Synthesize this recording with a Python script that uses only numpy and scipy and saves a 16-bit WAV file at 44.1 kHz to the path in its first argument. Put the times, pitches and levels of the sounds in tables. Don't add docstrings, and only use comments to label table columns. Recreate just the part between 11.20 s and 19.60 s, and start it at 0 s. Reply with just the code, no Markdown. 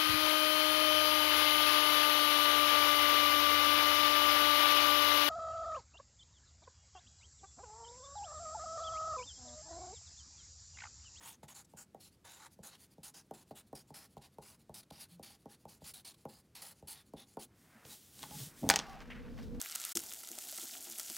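import sys
import numpy as np
from scipy import signal
from scipy.fft import rfft, irfft
from scipy.io import wavfile
from scipy.ndimage import uniform_filter1d

SR = 44100
rng = np.random.default_rng(int(sys.argv[2]) if len(sys.argv) > 2 else 0)


def how_loud(loudness_db):
    steps = np.asarray(loudness_db, float) / 20
    return 10 ** steps


def transcribe(signal):
    frames = np.atleast_2d(signal).T
    limited = np.clip(frames, -1, 1)
    pcm = np.round(limited * 32767).astype(np.int16)
    wavfile.write(sys.argv[1], SR, pcm)


N = 370426


def evened(x):
    return x / np.sqrt(np.mean(x ** 2) + 1e-20)


def read(points, hz):
    f, value = np.transpose(points)
    return np.interp(np.log(hz + 1), np.log(f + 1), value)


def add(mix, s, sound):
    part = mix[round(s * SR):][:len(sound)]
    part += sound[:len(part)]


def unroll(rows):
    s, *columns = np.transpose(rows)
    t = np.arange(s[0], s[-1], 1 / SR)
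    return s[0], *(np.interp(t, s, c) for c in columns)


def resonate(x, hz, width):
    turn = np.exp(2j * np.pi * np.cumsum(hz * np.ones(len(x))) / SR)
    r = np.exp(-np.pi * width / SR)
    return 2 * (turn * signal.lfilter([1 - r], [1, -r], x / turn)).real


def coloured(x, points):
    weight = how_loud(read(points, np.fft.rfftfreq(len(x), 1 / SR)))
    return evened(irfft(rfft(x) * weight, len(x)))


def band(x, lo_hz, hi_hz):
    sos = signal.butter(3, [lo_hz, min(hi_hz, SR / 2.2)], "band", fs=SR, output="sos")
    return evened(signal.sosfilt(sos, x))


def slips(size, spread_db, clump_db):
    clumps = evened(uniform_filter1d(rng.standard_normal(size), size=130))
    uneven = np.minimum(rng.exponential(1, size), 5)
    return evened(rng.standard_normal(size) * how_loud(spread_db * uneven + clump_db * clumps))


def wander(size):
    noise = rng.standard_normal(size + 4000)
    return evened(uniform_filter1d(uniform_filter1d(noise, size=1000), size=1000))[2000:-2000]


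def ring(modes, tilt_db, scatter):
    t, out = np.arange(SR // 8) / SR, 0
    for (hz, db, t60), (u, v, w) in zip(modes, rng.standard_normal((len(modes), 3))):
        level = how_loud(db + tilt_db * np.log2(hz / 3000) + scatter * v - 60 * t / t60)
        mode_hz = hz * (1 + 0.0046 * scatter * u)
        out = out + np.sign(w) * level * np.sin(2 * np.pi * mode_hz * t)
    return out / abs(out).max()


def through_plate(x, lag_s, lead_s):
    hz = np.fft.rfftfreq(len(x), 1 / SR)
    cycles = 2 * lag_s * np.sqrt(1000 * hz) - lead_s * np.minimum(hz, 2000)
    return irfft(rfft(x) * np.exp(-2j * np.pi * cycles), len(x))


# (f/Hz, relative level per Hz/dB)
AIR_SPECTRUM = [(15, -51), (25, -19), (70, 6), (200, 5.5), (416, -3.5), (796, -15), (1520, -18),
                (3160, -21.5), (4250, -21.5), (8140, -24), (10700, -25.5), (15800, -31.5), (16400, -79)]


def air():
    return how_loud(-69) * coloured(rng.standard_normal(N), AIR_SPECTRUM)


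# (f/Hz, relative level per Hz/dB)
RUMBLE_SPECTRUM = [(12, -30), (22, 0), (34, 5.5), (50, 3.5), (97, -2), (118, -4), (234, 3), (357, -13.5),
                   (487, -6), (544, -19), (635, -26), (1060, -38), (1840, -55), (3130, -57), (4000, -61),
                   (5200, -96), (8800, -120)]
# (f/Hz, width/Hz, relative level/dB)
RUMBLE_RESONANCES = [(154, 12, -16), (241, 7.7, -4.5), (480, 25, -16)]
# (t/s, level/dB)
RUMBLE_SWELL = [(7.26, -93), (7.35, -80), (7.6, -64.5), (7.8, -61), (8.0, -56), (8.4, -49.5)]
# (f/Hz, relative level/dB, phase between the ears/rad)
RUMBLE_HUM = (42, 6., 2)


def rumble():
    voices = []
    for noise in rng.standard_normal((3, 2 * SR)):
        bands = sum(how_loud(db) * evened(resonate(noise, hz, width)) for hz, width, db in RUMBLE_RESONANCES)
        voices.append(evened(coloured(noise, RUMBLE_SPECTRUM) + bands))
    both, left, right = voices
    t = np.arange(N - 2 * SR, N) / SR
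    swell = how_loud(np.interp(t, *np.transpose(RUMBLE_SWELL), left=-200))
    hum_hz, hum_db, ear_phase = RUMBLE_HUM
    hum = how_loud(hum_db) * np.sin(2 * np.pi * hum_hz * t + np.array([[0], [ear_phase]]))
    sound = swell * (1.7 * both + hum + np.array([left, right]))
    return np.pad(sound, ((0, 0), (N - 2 * SR, 0)))


# (f/Hz, t60/s)
ROOM_DECAY = [(200, 0.33), (1000, 0.16), (4000, 0.094), (8000, 0.054), (14000, 0.1)]


def room(x):
    taps = np.zeros(SR // 2)
    at = np.arange(100, SR // 2 - 20, 20)
    taps[at + rng.integers(0, 20, len(at))] = rng.choice([-1., 1.], len(at))
    hz, t, z = signal.stft(taps, SR, nperseg=256)
    decay = how_loud(-60 * t / read(ROOM_DECAY, hz)[:, None])
    tail = signal.istft(z * decay, SR, nperseg=256)[1]
    return signal.fftconvolve(x, tail / np.linalg.norm(tail))[:N]


def chair(s, creak_db, rustle_db, hz):
    a, b, c = (slips(len(creak_db), spread_db=0.0, clump_db=2.0) for _ in range(3))
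    narrow = evened(resonate(resonate(a, hz, 400), hz, 400))
    wide = evened(resonate(b, hz, 1260))
    creak = band(how_loud(-10) * narrow + how_loud(8) * wide, 260, 3100)
    rustle = band(c, 2700, 5900) + how_loud(-7.5) * band(c, 6700, 16000)
    return s, how_loud(creak_db) * (creak + how_loud(rustle_db) * rustle)


# (t/s, creak level/dB, rustle level re creak/dB, centre of the creak f/Hz)
RISING = [(7.61, -52.5, -16, 990), (7.7, -56.5, -7, 880), (7.78, -58, -12.5, 990), (7.85, -63, -10, 1100),
          (8.0, -61.5, -15, 1560), (8.14, -68.5, -3.5, 1200), (8.27, -77.5, 6, 900), (8.4, -78, -13.5, 950)]


def rise():
    return chair(*unroll(RISING))


# (t/s, length/s, level/dB, rustle level re creak/dB, centre f/Hz)
CHAIR_SCUFFS = [(7.806, 0.03, -53, -11, 1140), (7.899, 0.037, -47.5, -20, 2050),
                (7.942, .07, -56, -17, 1710), (8.044, .04, -60.5, -21.5, 1050),
                (8.172, 0.057, -57, -7.5, 1510), (8.224, .03, -64.5, 3, 1510), (8.34, .03, -66, -4, 1040)]


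def scuff(s, length_s, db, rustle_db, hz):
    t = np.arange(0, length_s, 1 / SR)
    catch_db = EDGE_DB * np.clip(1 - t / 0.0058, 0, 1)
    fade_db = -11 * (t / length_s) ** 2
    return chair(s, db + catch_db + fade_db, rustle_db, hz)


# (t/s, length/s, f/Hz, resonance width/Hz, level/dB)
NARROW_TONES = [(3.895, 0.11, 171, 18, -60.5), (6.512, 0.068, 1586, 54, -73), (6.546, 0.036, 217, 40, -62),
                (6.687, 0.062, 3910, 180, -60.5), (6.72, .025, 846, 60, -65),
                (7.108, 0.062, 847, 39, -57.5), (7.138, .05, 151, 60, -50.5), (7.197, 0.05, 125, 50, -44.5),
                (7.255, .04, 120, 42, -53.5), (7.64, 0.17, 768, 66, -55), (7.63, 0.16, 1136, 34, -61),
                (7.9, 0.038, 2120, 180, -57)]


def narrow_tone(s, length_s, hz, width, db):
    noise = rng.standard_normal(SR // 4)
    tone = evened(resonate(resonate(noise, hz, width), hz, width))[-round(length_s * SR):]
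    tone = tone / (0.44 + abs(signal.hilbert(tone)))
    return s, how_loud(db) * evened(tone) * signal.windows.tukey(len(tone), .6)


# (t/s, hiss level/dB, middle level re hiss/dB, desk bass level re hiss/dB)
SHEET_SLIDE = [(6.3, -91, 14, 20), (6.386, -72, -5.5, -3), (6.57, -73, 7.5, -7), (6.638, -72, 7, -10),
               (6.655, -61, -8, 2.5), (6.73, -52.5, -13, -17), (6.784, -62, -17, -29),
               (6.912, -65, -12, -19), (7.024, -53.5, -14.5, -4.5), (7.084, -57.5, -11, -6),
               (7.196, -48, -14, -6.5), (7.262, -50, -17, -17), (7.33, -67.5, 0, 1), (7.41, -57, -11, -7),
               (7.434, -63, -3, 29), (7.49, -60, -1, 13)]
# (f/Hz, relative level per Hz/dB)
SHEET_SPECTRUM = [(1180, -31), (2000, -11), (3090, 2.5), (3490, 3), (3810, 2), (8930, 4), (15700, 0.5),
                  (16400, -21)]


def slide():
    s, hiss_db, middle_db, bass_db = unroll(SHEET_SLIDE)
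    a, b, c = (slips(len(hiss_db), spread_db=0.7, clump_db=1.0) for _ in range(3))
    rustle = evened(resonate(b, 5400, 700))
    hiss = coloured(a, SHEET_SPECTRUM) + how_loud(-17) * rustle
    middle = how_loud(middle_db) * band(c, 490, 2330)
    bass = how_loud(bass_db) * band(c, 41, 313)
    return s, how_loud(hiss_db) * (hiss + middle + bass)


# (f/Hz, relative level/dB, t60/s)
DESK_MODES = [(90, -11, .06), (155, -5, .06), (210, -4, .06), (323, -9, .05), (460, -8, .045),
              (555, -7, .045), (665, -6, .04), (785, -1, .04), (830, -2, .05), (940, -8, .06),
              (1090, -12, .06), (1260, -16, .05), (1430, -18, .05), (1840, -20, .04)]


def desk_ring(tilt_db, scatter):
    return ring(DESK_MODES, tilt_db, scatter)


# (t/s, level/dB, brightness/dB per octave, desk level re blow/dB)
CLATTER = [(6.652, -41.5, 0, -24), (6.9917, -41.5, 4, -16), (7.022, -40, 8, -19), (7.0301, -29.5, 1, -16),
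           (7.038, -33.5, -10, -14.5), (7.11, -38, 6, -7.5), (7.4902, -9, 13, -14), (7.4966, -30, -10, -22),
           (7.5, -4, -1.5, -18), (7.5044, -12.5, 17, -13.5), (7.512, -16.5, -9.5, -28),
           (7.5392, -15, 1.5, -15.5), (7.5596, -13, 4.5, -23), (7.5659, -29.5, 2, -1.5),
           (7.5902, -17, 1, -16.5), (7.5986, -30, -3, -13), (7.805, -41, -6, -15), (7.902, -45, -10, -14),
           (8.189, -44, -5, -7)]
# (f/Hz, relative level/dB, t60/s)
BARREL_MODES = [(1120, 0, .012), (1500, -2, .01), (1840, 0, .014), (2400, 0, .009), (3150, 1, .008),
                (3900, 0, .007), (4600, -2, .006), (5300, 0, .006), (6500, 0, .006), (8100, -4, .005),
                (9500, -6, .004)]
# (f/Hz, relative level per Hz/dB)
CRACK_SPECTRUM = [(300, -35), (1200, 7.5), (3000, 13), (6500, 8), (9000, -7.5), (15000, -16.5)]


def clack(s, db, bright_db, desk_db):
    barrel = ring(BARREL_MODES, bright_db, scatter=2.5)
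    desk = desk_ring(tilt_db=1.0, scatter=1.5)
    t = np.arange(len(desk)) / SR
    tilted = [(hz, level + bright_db * np.log2(hz / 3000)) for hz, level in CRACK_SPECTRUM]
    crack = coloured(rng.standard_normal(len(t)), tilted) * how_loud(-60 * t / 0.0066 - 2.0)
    blow = how_loud(-3) * barrel + crack
    rattle = band(slips(len(t), spread_db=5.0, clump_db=-1.5), 369, 6300) * how_loud(-60 * t / 0.14 - 27)
    return s, how_loud(db) * (blow / abs(blow).max() + rattle + how_loud(desk_db) * desk)


# (t/s, level/dB, contact/ms)
NIB_LANDINGS = [(0.229, -44, 0.96), (0.535, -46.5, 0.79), (0.745, -40, 0.36), (1.388, -47.5, 1),
                (1.78, -49.5, 1), (2.109, -34.5, 0.42), (2.308, -38, 0.21), (2.528, -37, 0.25),
                (2.703, -44.5, 0.84), (2.967, -40, 0.49), (3.183, -39, 0.29), (3.493, -41.5, 0.58),
                (3.708, -43, 0.5), (3.994, -43, 0.68), (4.256, -41.5, 0.36), (4.452, -40, 0.74),
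                (4.617, -47.5, 1), (5.052, -35.5, 0.46), (5.624, -46, 1), (5.935, -39, 0.69),
                (6.169, -33.5, 0.28), (6.651, -52, .62), (7.198, -55, 0.88), (7.429, -34.5, .7),
                (7.438, -33, 1), (7.449, -37.5, .8), (7.463, -37, .8)]
# (f/Hz, relative level/dB)
FRONT_SPECTRUM = [(60, -11.5), (200, -2.5), (500, 3), (850, 2.5), (1150, -11), (1450, -32), (2500, -42.5),
                  (4000, -63)]


def landing(s, db, contact_ms):
    push = np.sin(np.pi * np.linspace(0, 1, max(round(contact_ms * SR / 1000), 3)))
    tilt_db = np.clip(0.4 * (db + 34.5), -5, 5)
    modes = desk_ring(tilt_db, scatter=1.5)
    front = irfft(how_loud(read(FRONT_SPECTRUM, np.fft.rfftfreq(len(modes), 1 / SR))), len(modes))
    wave = front / front.max() + how_loud(-6.5) * modes
    thud = np.convolve(through_plate(wave, lag_s=0.003915, lead_s=0.0011), push)
    thud /= abs(thud).max()
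    tick = rng.standard_normal(90) * how_loud(-60 * np.arange(90) / SR / 0.014)
    add(thud, .0012, how_loud(-18.5) * tick)
    return s, how_loud(db) * thud


# (f/Hz, width/Hz, relative level/dB)
TOP_RINGS = [(9900, 2230, 0.5), (14000, 3100, -7.5)]


def felt(rub_db, hz, second_db, top_db, desk_db):
    size = len(rub_db)
    second_hz = 6980 - 2 * max(hz - 4600, 0)
    pitch_wander, level_wander_db = 0.051, 1.5
    hz = hz * (1 + pitch_wander * wander(size))
    second_hz = second_hz * (1 + pitch_wander * wander(size))
    second_db = second_db + level_wander_db * wander(size)
    top_db = top_db + level_wander_db * wander(size)
    grip = how_loud(1.05 * evened(uniform_filter1d(rng.standard_normal(size), size=200)))
    a, b, c, d, e, f = (grip * slips(size, spread_db=1.8, clump_db=-1.34) for _ in range(6))
    first = how_loud(-3) * evened(resonate(a, hz, 450)) + how_loud(-3) * band(b, 2200, 5800)
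    second = how_loud(-3) * evened(resonate(c, second_hz, 740)) + how_loud(-17.0) * band(d, 6500, 6900)
    top = 0
    for x, (centre, width, db) in zip((e, f), TOP_RINGS):
        peak = signal.iirpeak(centre, centre / width, SR)
        top = top + how_loud(db) * evened(signal.lfilter(*peak, x))
    desk = signal.oaconvolve(a, desk_ring(tilt_db=5., scatter=1.2))[:size]
    desk = band(how_loud(-0.5) * evened(desk) + band(d, 715, 2160), 385, 2370)
    sound = first + how_loud(second_db) * second + how_loud(top_db) * top + how_loud(desk_db) * desk
    sheet = rng.standard_normal(600) * how_loud(-60 * np.arange(600) / SR / .01 - 25)
    sheet[0] = 1
    sound = signal.oaconvolve(sound, sheet / np.linalg.norm(sheet))[:size]
    return how_loud(rub_db) * sound * signal.windows.tukey(size, 90 / size)


# (t/s, length/s, rub level/dB, second ring level re first/dB)
NIB_BRUSHES = [(0.444, 0.016, -76.5, 13.5), (0.483, 0.058, -80, 1), (0.907, 0.055, -77.5, -3),
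               (1.301, .055, -74.5, -1), (1.576, 0.095, -69, 0), (1.701, 0.048, -76, -3),
               (2.03, 0.054, -86, 0), (2.264, 0.046, -77.5, 0), (2.465, 0.029, -80, -3),
               (2.671, 0.046, -75.5, 2), (2.894, 0.058, -79, -2.5), (3.117, .042, -79.5, -5),
               (3.387, 0.048, -75.5, -2), (3.885, 0.082, -70, -3), (4.185, .06, -80.5, -5),
               (4.388, 0.056, -78, -4), (4.606, 0.0384, -72, -2), (4.959, 0.091, -77.5, -1),
               (5.234, 0.042, -85, -2), (5.541, 0.079, -76, 2), (5.849, 0.056, -81, 4),
               (6.057, 0.11, -75, 3)]


def brush(s, length_s, db, second_db):
    u = np.arange(0, length_s, 1 / SR) / length_s
    touch_share, leave_share = 0.27, 0.26
    edges = np.clip(1 - u / touch_share, 0, 1) + np.clip(1 - (1 - u) / leave_share, 0, 1)
    return s, felt(db - 12 * edges, hz=4450, second_db=second_db, top_db=1.5, desk_db=-9)


# (t/s, length/s, rub level at the start, in the middle, at the end/dB,
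# first ring f/Hz, second ring level/dB, top rings level/dB)
NIB_STROKES = [ (0.0, .17, -69, -58.5, -74, 3480, 6.5, -2.5), (.228, .034, -60, -67.5, -67, 3660, 2, -2),
               (0.278, 0.073, -59, -65.5, -74, 3440, 6.5, -2.5),
               (0.342, 0.098, -65, -65.5, -79, 4420, 11.5, 3.5),
               (0.565, 0.088, -64.5, -67.5, -75, 4600, 12.5, 3.5), (0.796, .11, -67, -65, -71, 4450, -1, 0),
               (1.042, 0.17, -62.5, -62, -68.5, 3800, -1, -3.5),
               (1.189, 0.098, -66.5, -65, -63, 4000, 3, -2), (1.427, 0.1, -61, -61, -74, 4240, 5.5, -1.5),
               (1.505, 0.069, -67, -62.5, -60, 4120, -5, -6.5),
               (1.83, 0.089, -55.5, -61, -72, 4600, 5, 2.5), (1.937, 0.099, -61.5, -63.5, -78, 5040, 4, -1),
               (2.134, 0.11, -62.5, -70, -70, 4230, 1.5, 3), (2.306, 0.023, -65, -67, -68, 4330, -8, -4),
               (2.348, 0.086, -64, -61, -75, 3750, -2, -2.5), (2.549, 0.088, -58, -67.5, -74, 5300, 6.5, 4),
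               (2.739, 0.14, -56, -62.5, -66.5, 5150, -6, 0.5),
               (2.971, 0.018, -65, -63.5, -66, 4000, -10, -9), (3.01, .08, -65, -63.5, -71, 3900, -10, -6),
               (3.214, .155, -65.5, -66, -71, 4700, -1, 1),
               (3.539, 0.086, -56.5, -59.5, -64, 4760, -7, 2.5),
               (3.623, 0.022, -68, -63.5, -68, 4220, -8, -5),
               (3.702, 0.015, -56.5, -58.5, -76, 4160, -12, -8),
               (3.718, 0.068, -62, -65.5, -56, 4650, -13, -1.5), (3.771, .11, -65, -56, -81, 4620, -13, -3),
               (4.026, 0.15, -55, -63, -68.5, 4600, -9, -2), (4.286, 0.087, -67, -65, -72, 4400, -13, -4),
               (4.479, 0.12, -64.5, -68.5, -84, 4440, -2, 1),
               (4.636, 0.094, -61.5, -57, -60, 4400, -7, 0.5),
               (4.735, .088, -56.5, -61, -64, 4100, -15, 0.5),
               (4.846, 0.095, -56, -57.5, -69, 4350, -6, -2), (4.937, .022, -63, -65.5, -66, 4120, -12, -3),
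               (5.082, .14, -66, -69, -73.5, 4540, -2, 2), (5.349, 0.084, -56, -60.5, -63, 4300, -7, -1.5),
               (5.416, 0.13, -55, -60, -69, 4200, -8, 2), (5.671, 0.089, -56, -56.5, -61, 4150, -19, 3),
               (5.742, 0.095, -62, -63.5, -69, 3620, -16, -4),
               (5.961, 0.1, -64.5, -60.5, -74, 3670, -10, -5.5),
               (6.188, 0.08, -61.5, -58, -67.5, 4210, -8, 2.5)]
# (t/s, level/dB)
DESK_ALONG_LINE = [(0.0, 7), (.1, -3), (.3, -1), (.6, 1), (.85, -15), (1.05, 6), (1.15, -2.5), (1.23, 5),
                   (1.5, -2.5), (2.2, -4.5), (3.0, -5), (3.8, -5.5), (4.7, -7.5), (5.4, -4.5), (6.2, -8)]
EDGE_DB = -17.5


def stroke(s, length_s, start_db, middle_db, end_db, hz, second_db, top_db):
    t = np.arange(0, length_s, 1 / SR)
    usual_db = -63.5
    lift_s = min(.02, length_s / 2)
    grab_s = 0.0076 / how_loud(0.7 * (start_db - usual_db))
    edges = np.clip(1 - t / grab_s, 0, 1) + np.clip(1 - (length_s - t) / lift_s, 0, 1)
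    swell_db = (middle_db - (start_db + end_db) / 2) * np.sin(np.pi * t / length_s) ** 2
    speed_db = start_db + (end_db - start_db) * t / length_s + swell_db
    drift_db = speed_db - middle_db
    desk_db = np.interp(s + t, *np.transpose(DESK_ALONG_LINE)) - 0.34 * (speed_db - usual_db)
    second_db = second_db - 0.17 * drift_db
    top_db = top_db - 0.081 * drift_db + 0.35 * swell_db
    return s, felt(speed_db + EDGE_DB * edges, hz, second_db, top_db, desk_db)


def scene():
    rubs, blows = np.zeros((2, N))
    for mix, play, table in ((rubs, scuff, CHAIR_SCUFFS), (rubs, narrow_tone, NARROW_TONES),
                             (blows, clack, CLATTER), (blows, landing, NIB_LANDINGS),
                             (rubs, brush, NIB_BRUSHES), (rubs, stroke, NIB_STROKES)):
        for row in table:
            add(mix, *play(*row))
    add(rubs, *rise())
    add(rubs, *slide())
    near = rubs + blows + room(how_loud(-18) * rubs + how_loud(-11.0) * blows)
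    near = signal.sosfilt(signal.butter(2, 80, "high", fs=SR, output="sos"), near)
    return near + air() + rumble()


def low_pass(x):
    return signal.sosfilt(signal.butter(12, 17080, fs=SR, output="sos"), x)


def record(dry):
    edge = signal.firwin(201, 16250, window=("kaiser", 5), fs=SR)
    mix = signal.oaconvolve(dry, edge[None], "same")
    return low_pass(mix)


dry = scene()
out = record(dry)
transcribe(out)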